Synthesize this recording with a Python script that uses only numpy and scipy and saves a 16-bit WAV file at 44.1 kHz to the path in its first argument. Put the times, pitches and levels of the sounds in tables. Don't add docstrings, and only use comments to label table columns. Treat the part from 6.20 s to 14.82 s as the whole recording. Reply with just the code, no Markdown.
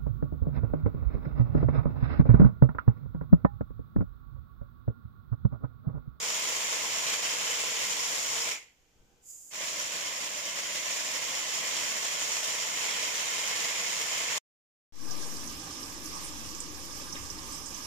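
import sys
import numpy as np
from scipy import signal
from scipy.fft import rfft, irfft, next_fast_len
from scipy.io import wavfile
from scipy.ndimage import uniform_filter1d

SR = 44100
rng = np.random.default_rng(int(sys.argv[2]) if len(sys.argv) > 2 else 0)


def int16_out(signal):
    q = np.round(np.clip(np.atleast_2d(signal).T, -1, 1) * 32767)
    wavfile.write(sys.argv[1], SR, q.astype(np.int16))


N = 380141
TIME = np.arange(N) / SR
SIZE = next_fast_len(N + SR // 2)
HZ = np.maximum(np.arange(SIZE // 2 + 1) * SR / SIZE, 1)


def grinder(force, slowing_db, slack_db, dulling, sing_db, low_cut_hz):
    hits = impacts(per_s=10000, clump_db=1.0, swirl_db=2.0, roam_db=0.92, own_ring=3.2, count=24)
    hits = settling(hits) / np.sqrt(1 + (low_cut_hz / HZ) ** 4)
    hits = hits / np.std(to_wave(hits))
    roar = body(hits, slack_db) + crunch_and_grit(hits)
    hardness = from_db(dulling * slowing_db)
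    singing = (1 - hardness) * from_db(sing_db) * to_wave(hits * resonance(hz=2210, width_hz=760))
    return force * surging(hardness * roar + singing)


# on_s, off_s, level_db, slack_drop_db, left_over_right_db
BLADE_RUNS = [(-0.3, 2.315, -30.5, 0.14, 0.56), (3.302, 8.3, -31, 3, -0.56)]

def blade():
    spin_up_s, force_power = 0.049, 1.27
    slack_s, draw_in_s = 1.21, 0.86
    coast_db_per_s, linger_db, linger_db_per_s = 185, -36, 38
    controls = np.zeros((4, N))
    for on, off, level_db, drop_db, pan_db in BLADE_RUNS:
        speed = 1 - np.exp(-since(on) / spin_up_s)
        slack_db = drop_db * np.exp(-since(on + slack_s) / draw_in_s)
        faint_tail_db = linger_db - linger_db_per_s * since(off)
        slowing_db = np.maximum(-coast_db_per_s * since(off), faint_tail_db)
        force = from_db(level_db - slack_db + slowing_db) * speed ** force_power
        controls = np.where(TIME >= on, [force, slowing_db, slack_db, np.full(N, pan_db)], controls)
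    return controls


def impacts(per_s, clump_db, swirl_db, roam_db, own_ring, count):
    clumps_db = clump_db * flutter(31)
    spectrum, power = 0, 0
    spots = paths(near_fade_s=0.013, room_fade_s=0.2, room_share=0.68, count=count)
    for hz, path in zip(np.geomspace(900, 9000, count), spots):
        hits = grains(per_s / count, spread_db=2.5)
        showers = from_db(clumps_db + swirl_db * flutter(22) + roam_db * drift(2.5))
        ring = 1 + own_ring * resonance(hz, hz / 12)
        spectrum = spectrum + rfft(hits * showers, SIZE) * ring * path
        power = power + np.abs(ring * path) ** 2
    band_power = uniform_filter1d(power, size=round(35 * SIZE / SR))
    return spectrum / np.sqrt(band_power) * grinding_tone()


# pitch_hz, left_db, right_db
FRAGMENT_CRACK = [(50, -30, -31), (75, -29, -30), (105, -19.7, -20.5), (380, -19.9, -21.3),
                  (480, -21.1, -19.8), (1500, -16.4, -11.9), (2100, -8.8, -7.7), (3300, -8.5, -5.4),
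                  (3900, -12.6, -9.1), (5500, -5.9, -6.4), (7300, -7.7, -14.0), (8800, -16.7, -19.1),
                  (10800, -21.4, -21.8), (13500, -23.0, -22.9), (15000, -25.6, -26.2)]
# pitch_hz, width_hz, left_db, right_db
TONE_PEAKS = [(194, 31, 1.6, 1), (308, 29, 0.3, 2.2), (463, 47, 10.4, 5.9), (524, 27, 3.1, 4.3),
              (642, 117, 10.1, 3.6), (764, 51, -5.1, -4.5), (863, 150, 6.3, 2.9), (1045, 111, 5.0, 8.1),
              (1198, 113, 5.1, 1.8), (1385, 64, 7, 2), (1741, 177, 5.8, 3.7), (2026, 215, 1.6, 3.9),
              (2161, 36, 2.4, 5.4), (2405, 80, 2.5, 3.1), (2662, 160, -0.5, 3.0), (3070, 150, 2.4, 4.2),
              (4600, 478, -0.4, -1.4), (5922, 763, -1.0, 3.8), (7064, 479, 6.7, 11.3),
              (9841, 386, 1.3, 1.5), (14762, 433, 5.8, 6.4)]

def grinding_tone():
    response = from_db(in_pitch(FRAGMENT_CRACK))
    for hz, width_hz, left_db, right_db in TONE_PEAKS:
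        response = response * lifted(hz, width_hz, [[left_db], [right_db]])
    return response


# pitch_hz, power_share (0 to 1), right_delay_ms
STRAIGHT_SOUND = [(60, 0.4, .05), (200, 0.91, 0.046), (560, 0.88, 0.043), (1000, 0.25, 0.15),
                  (1380, 0.3, 0.29), (2230, 0, 0.38), (4000, 0.12, 0.24), (4250, 0.28, 0.528),
                  (7500, 0.2, 0.565), (15000, 0, .56)]

def paths(near_fade_s, room_fade_s, room_share, count):
    share, delay_ms = in_pitch(STRAIGHT_SOUND)
    straight = np.sqrt(share) * np.exp(-2j * np.pi * HZ * delay_ms / 1000 * [[0], [1]])
    for spot in range(count):
        near = np.sqrt(1 - room_share) * echoes(near_fade_s)
        room = np.sqrt(room_share) * echoes(room_fade_s)
        yield straight + np.sqrt(1 - share) * rfft(near + room, SIZE)


# pitch_hz, width_hz, change_db
UNSETTLED_RINGS = [(320, 30, -1), (474, 78, 1.5), (750, 60, -1), (1040, 73, 1.5), (1790, 200, -2.3),
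                   (2067, 40, 0.5), (2330, 70, 1)]

def settling(hits):
    restart_s = BLADE_RUNS[1][0]
    unsettled = with_rings(hits, UNSETTLED_RINGS)
    return rfft(np.where(TIME < restart_s, to_wave(unsettled), to_wave(hits)), SIZE)


BODY_TOP_HZ, CRUNCH_TOP_HZ = 1450, 4000
# time_s, crunch_db, grit_db
LOAD_SHIFTS = [(0.1, -1.2, 0.5), (0.62, -0.6, -.2), (0.93, 0.5, 0.4), (1.25, 0, -0.3), (1.62, .5, 0.4),
               (2.02, -1.5, 1), (2.3, -1, 0), (3.45, -1, 1.1), (3.8, 0.5, 0), (4.2, -1.1, -0.5),
               (4.48, 1, 0), (4.68, 1.2, 1), (5.15, -0.5, -0.5), (5.45, 0.7, 0.1), (5.95, 0, 0),
               (6.2, -1.2, 1), (6.38, -0.5, -0.5), (6.7, 1, -0.2), (7.55, 0.2, -0.5), (7.8, -1.1, -0.2),
               (8.1, 1, -0.4)]

def crunch_and_grit(hits):
    upper = hits / np.sqrt(1 + (BODY_TOP_HZ / HZ) ** 80)
    crunch = upper / (1 + (HZ / CRUNCH_TOP_HZ) ** 8)
    crunch_db, grit_db = in_time(LOAD_SHIFTS)
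    return to_wave(crunch) * from_db(crunch_db) + to_wave(upper - crunch) * from_db(grit_db)


# pitch_hz, width_hz, change_db
HOLLOW_RINGS = [(200, 250, 1.8), (475, 65, -6.5), (575, 90, 5.8), (860, 120, -3.2), (985, 70, 1.5),
                (1100, 70, 1.2), (1310, 110, -2)]
# pitch_hz, width_hz, boost_db
STEADY_RINGS = [(108, 14, 4.5), (195, 10, 2), (311, 9, 6), (476, 14, 3.3), (642, 12, 2.2), (1027, 30, .7)]

def body(hits, slack_db):
    full = hits / np.sqrt(1 + (HZ / BODY_TOP_HZ) ** 80)
    hollow = with_rings(full, HOLLOW_RINGS)
    hollowness = np.clip(slack_db / 3, 0, 1)
    low = (1 - hollowness) * to_wave(full) + hollowness * to_wave(hollow)
    delay_s = 0.0016 * drift(1.6)
    swayed = np.array([np.interp(TIME - delay_s, TIME, side) for side in low])
    ringing = to_wave(with_rings(rfft(swayed, SIZE), STEADY_RINGS))
    crunch_db = in_time(LOAD_SHIFTS)[0]
    wander_db = -0.2 * drift(0.82)
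    return ringing * from_db(0.21 + 0.26 * crunch_db + wander_db)


# middle_s, half_length_s, pitch_hz, width_hz, boost_db
LOAD_SURGES = [(0.97, .17, 2470, 349, 2), (2.33, 0.059, 2300, 452, 4), (2.64, .1, 1700, 301, 7.5),
               (3.418, 0.034, 2270, 650, 5), (3.409, .03, 596, 400, 4.5), (6.199, .14, 5830, 451, 2),
               (7.4, 0.96, 2140, 110, 2.5)]

def surging(sound):
    spectrum = rfft(sound, SIZE)
    for middle_s, half_length_s, hz, width_hz, boost_db in LOAD_SURGES:
        swell = np.exp(-((TIME - middle_s) / half_length_s) ** 2)
        ring = to_wave(spectrum * resonance(hz, width_hz))
        sound = sound + (from_db(boost_db) - 1) * swell * ring
    return sound


# start_s, level_db
SHELL_SNAPS = [(0.103, -18), (0.2380, -21), (0.621, -20), (0.94, -20.5), (1.0505, -24), (1.186, -18),
               (2.159, -21), (2.29, -20.5), (2.3138, -20), (3.3142, -36), (3.336, -26), (3.345, -24.5),
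               (3.4134, -23), (3.4667, -26), (3.8092, -20.5), (4.014, -31), (4.9382, -22.5), (5.599, -20.5),
               (6.168, -17), (6.6857, -19.5), (7.289, -22), (7.7292, -20), (7.905, -20.5)]

def snaps():
    clicks = np.zeros(N)
    for start_s, level_db in SHELL_SNAPS:
        clicks[round(start_s * SR)] = from_db(level_db)
    path = next(paths(near_fade_s=0.012, room_fade_s=0.25, room_share=0.59, count=1))
    response = grinding_tone() * path
    return to_wave(rfft(clicks, SIZE) * response) / np.abs(to_wave(response)).max()


# pitch_hz, strength_db
HISS_TONE = [(3000, -41), (4400, -37), (4800, -20), (5700, -23), (6400, -9), (7100, -2), (7800, -10.5),
             (9000, -17.5), (12000, -20.5), (15000, -22.5)]

def thin_hiss(start_s, end_s, ticks_per_s, level_db, swell_db, pan_db):
    rise_s, sag_s, fade_s = 0.11, 0.06, 0.01
    ticks = np.array([grains(ticks_per_s, spread_db=2.0) for side in range(2)])
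    sizzle = panned(coloured(ticks, HISS_TONE), pan_db)
    rise = np.minimum(since(start_s) / rise_s, 1) ** 2
    extra_db = swell_db * np.exp(-since(start_s + rise_s) / sag_s)
    fade = np.exp(-since(end_s) / fade_s)
    return rise * from_db(level_db + extra_db) * fade * sizzle


# start_s, level_db
PAUSE_BUMPS = [(2.58, -67), (2.73, -66), (2.785, -66), (2.92, -69)]
# pitch_hz, strength_db
BUMP_TONE = [(20, 6.5), (45, 2), (130, -5), (250, -18), (800, -30), (3000, -78)]

def bumps(rise_s, fade_s):
    loudness = np.zeros(N)
    for start_s, level_db in PAUSE_BUMPS:
        rise = np.minimum(since(start_s) / rise_s, 1)
        loudness += from_db(level_db) * rise * np.exp(-since(start_s + rise_s) / fade_s)
    return loudness * noise(BUMP_TONE)


# pitch_hz, strength_db
FAINT_TONE = [(60, -8), (170, -5), (350, 0.5), (600, -5.5), (850, -6.5), (1150, -14.5), (1500, -10),
              (2500, -30), (6000, -51)]
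# pitch_hz, width_hz, boost_db
FAINT_RINGS = [(311, 14, 3), (478, 20, 7), (782, 20, 9), (1550, 25, 9)]
# time_s, level_db
FAINT_LEVEL = [(2.5, -76), (2.75, -73), (2.97, -72.5), (3.08, -78), (3.15, -77), (3.25, -78)]

def faint_noise(flicker_db, flickers_per_s):
    ringing = with_rings(rfft(noise(FAINT_TONE), SIZE), FAINT_RINGS)
    level_db = in_time(FAINT_LEVEL)[0] + flicker_db * drift(flickers_per_s)
    return from_db(level_db) * rms_one(to_wave(ringing))


# pitch_hz, strength_db
AIR_TONE = [(30, -1.5), (60, 0.5), (130, -5.5), (330, -10.5), (620, -13.5), (1200, -16.5), (1900, -18),
            (2400, -12), (3200, -11.5), (3900, -18), (5500, -14), (7000, -11), (9000, -26), (15000, -24)]

def room_air(level_db):
    return from_db(level_db) * noise(AIR_TONE)


# pitch_hz, likeness (0 to 1)
EAR_LIKENESS = [(40, .55), (200, 0.8), (600, 0.6), (1500, 0), (15000, 0.37)]

def coloured(pair, tone):
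    mid, side = rfft(pair, SIZE)
    alike = in_pitch(EAR_LIKENESS)
    stereo = np.sqrt(1 + alike) * mid + np.sqrt(1 - alike) * side * [[1], [-1]]
    return rms_one(to_wave(stereo * from_db(in_pitch(tone))))


def noise(tone):
    return coloured(rng.standard_normal((2, N)), tone)


def grains(per_s, spread_db):
    sizes = from_db(spread_db * np.minimum(rng.exponential(1, N), 5.5))
    return (rng.random(N) < per_s / SR) * sizes * rng.choice([-1, 1], N)


def echoes(fade_s):
    t = TIME[:SR // 2]
    tail = rng.standard_normal((2, len(t))) * from_db(-60 * t / fade_s)
    return tail / np.sqrt(np.sum(tail ** 2, axis=1, keepdims=True))


def resonance(hz, width_hz):
    return 1 / (1 + 1j * (HZ ** 2 - hz ** 2) / (HZ * width_hz))


def lifted(hz, width_hz, db):
    return 1 + (from_db(db) - 1) * resonance(hz, width_hz)


def with_rings(spectrum, rings):
    for hz, width_hz, db in rings:
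        spectrum = spectrum * lifted(hz, width_hz, db)
    return spectrum


def drift(per_s):
    step, warm_up = 40, 2000
    keep = np.exp(-2 * np.pi * step * per_s / SR)
    jitter = rng.standard_normal(N // step + warm_up + 2)
    slow = signal.lfilter([1], [1, -2 * keep, keep * keep], jitter)[warm_up:]
    return np.interp(np.arange(N) / step, np.arange(len(slow)), rms_one(slow))


def flutter(per_s):
    quick = drift(per_s)
    return rms_one(quick - uniform_filter1d(quick, size=SR // 5))


def panned(x, pan_db):
    return x * from_db(pan_db * np.array([[.5], [-.5]]))


def since(s):
    return np.maximum(TIME - s, 0)


def from_db(db):
    return 10 ** (np.asarray(db) / 20)


def rms_one(x):
    return x / np.sqrt(np.mean(x ** 2) + 1e-20)


def in_time(rows):
    s, *columns = np.transpose(rows)
    return np.array([np.interp(TIME, s, c) for c in columns])


def in_pitch(rows):
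    hz, *columns = np.transpose(rows)
    return np.array([np.interp(np.log(HZ), np.log(hz), c) for c in columns])


def to_wave(spectrum):
    return irfft(spectrum, SIZE)[..., :N]


def scene():
    force, slowing_db, slack_db, pan_db = blade()
    machine = grinder(force, slowing_db, slack_db, dulling=0.16, sing_db=12, low_cut_hz=112) + snaps()
    hiss = thin_hiss(start_s=2.995, end_s=3.32, ticks_per_s=18000, level_db=-51, swell_db=5.5, pan_db=-4)
    background = room_air(level_db=-70) + faint_noise(flicker_db=1.5, flickers_per_s=8)
    return panned(machine, pan_db) + hiss + background + bumps(rise_s=0.02, fade_s=0.085)


def record(dry):
    top_hz, end_s = 15300, 8.182
    dull = to_wave(rfft(dry, SIZE) / np.sqrt(1 + (HZ / top_hz) ** 400))
    ending_db = np.interp(TIME, [end_s - .001, end_s + .001, end_s + .04], [0, -20, -90])
    return dull * from_db(ending_db)


dry = scene()
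out = record(dry)
int16_out(out)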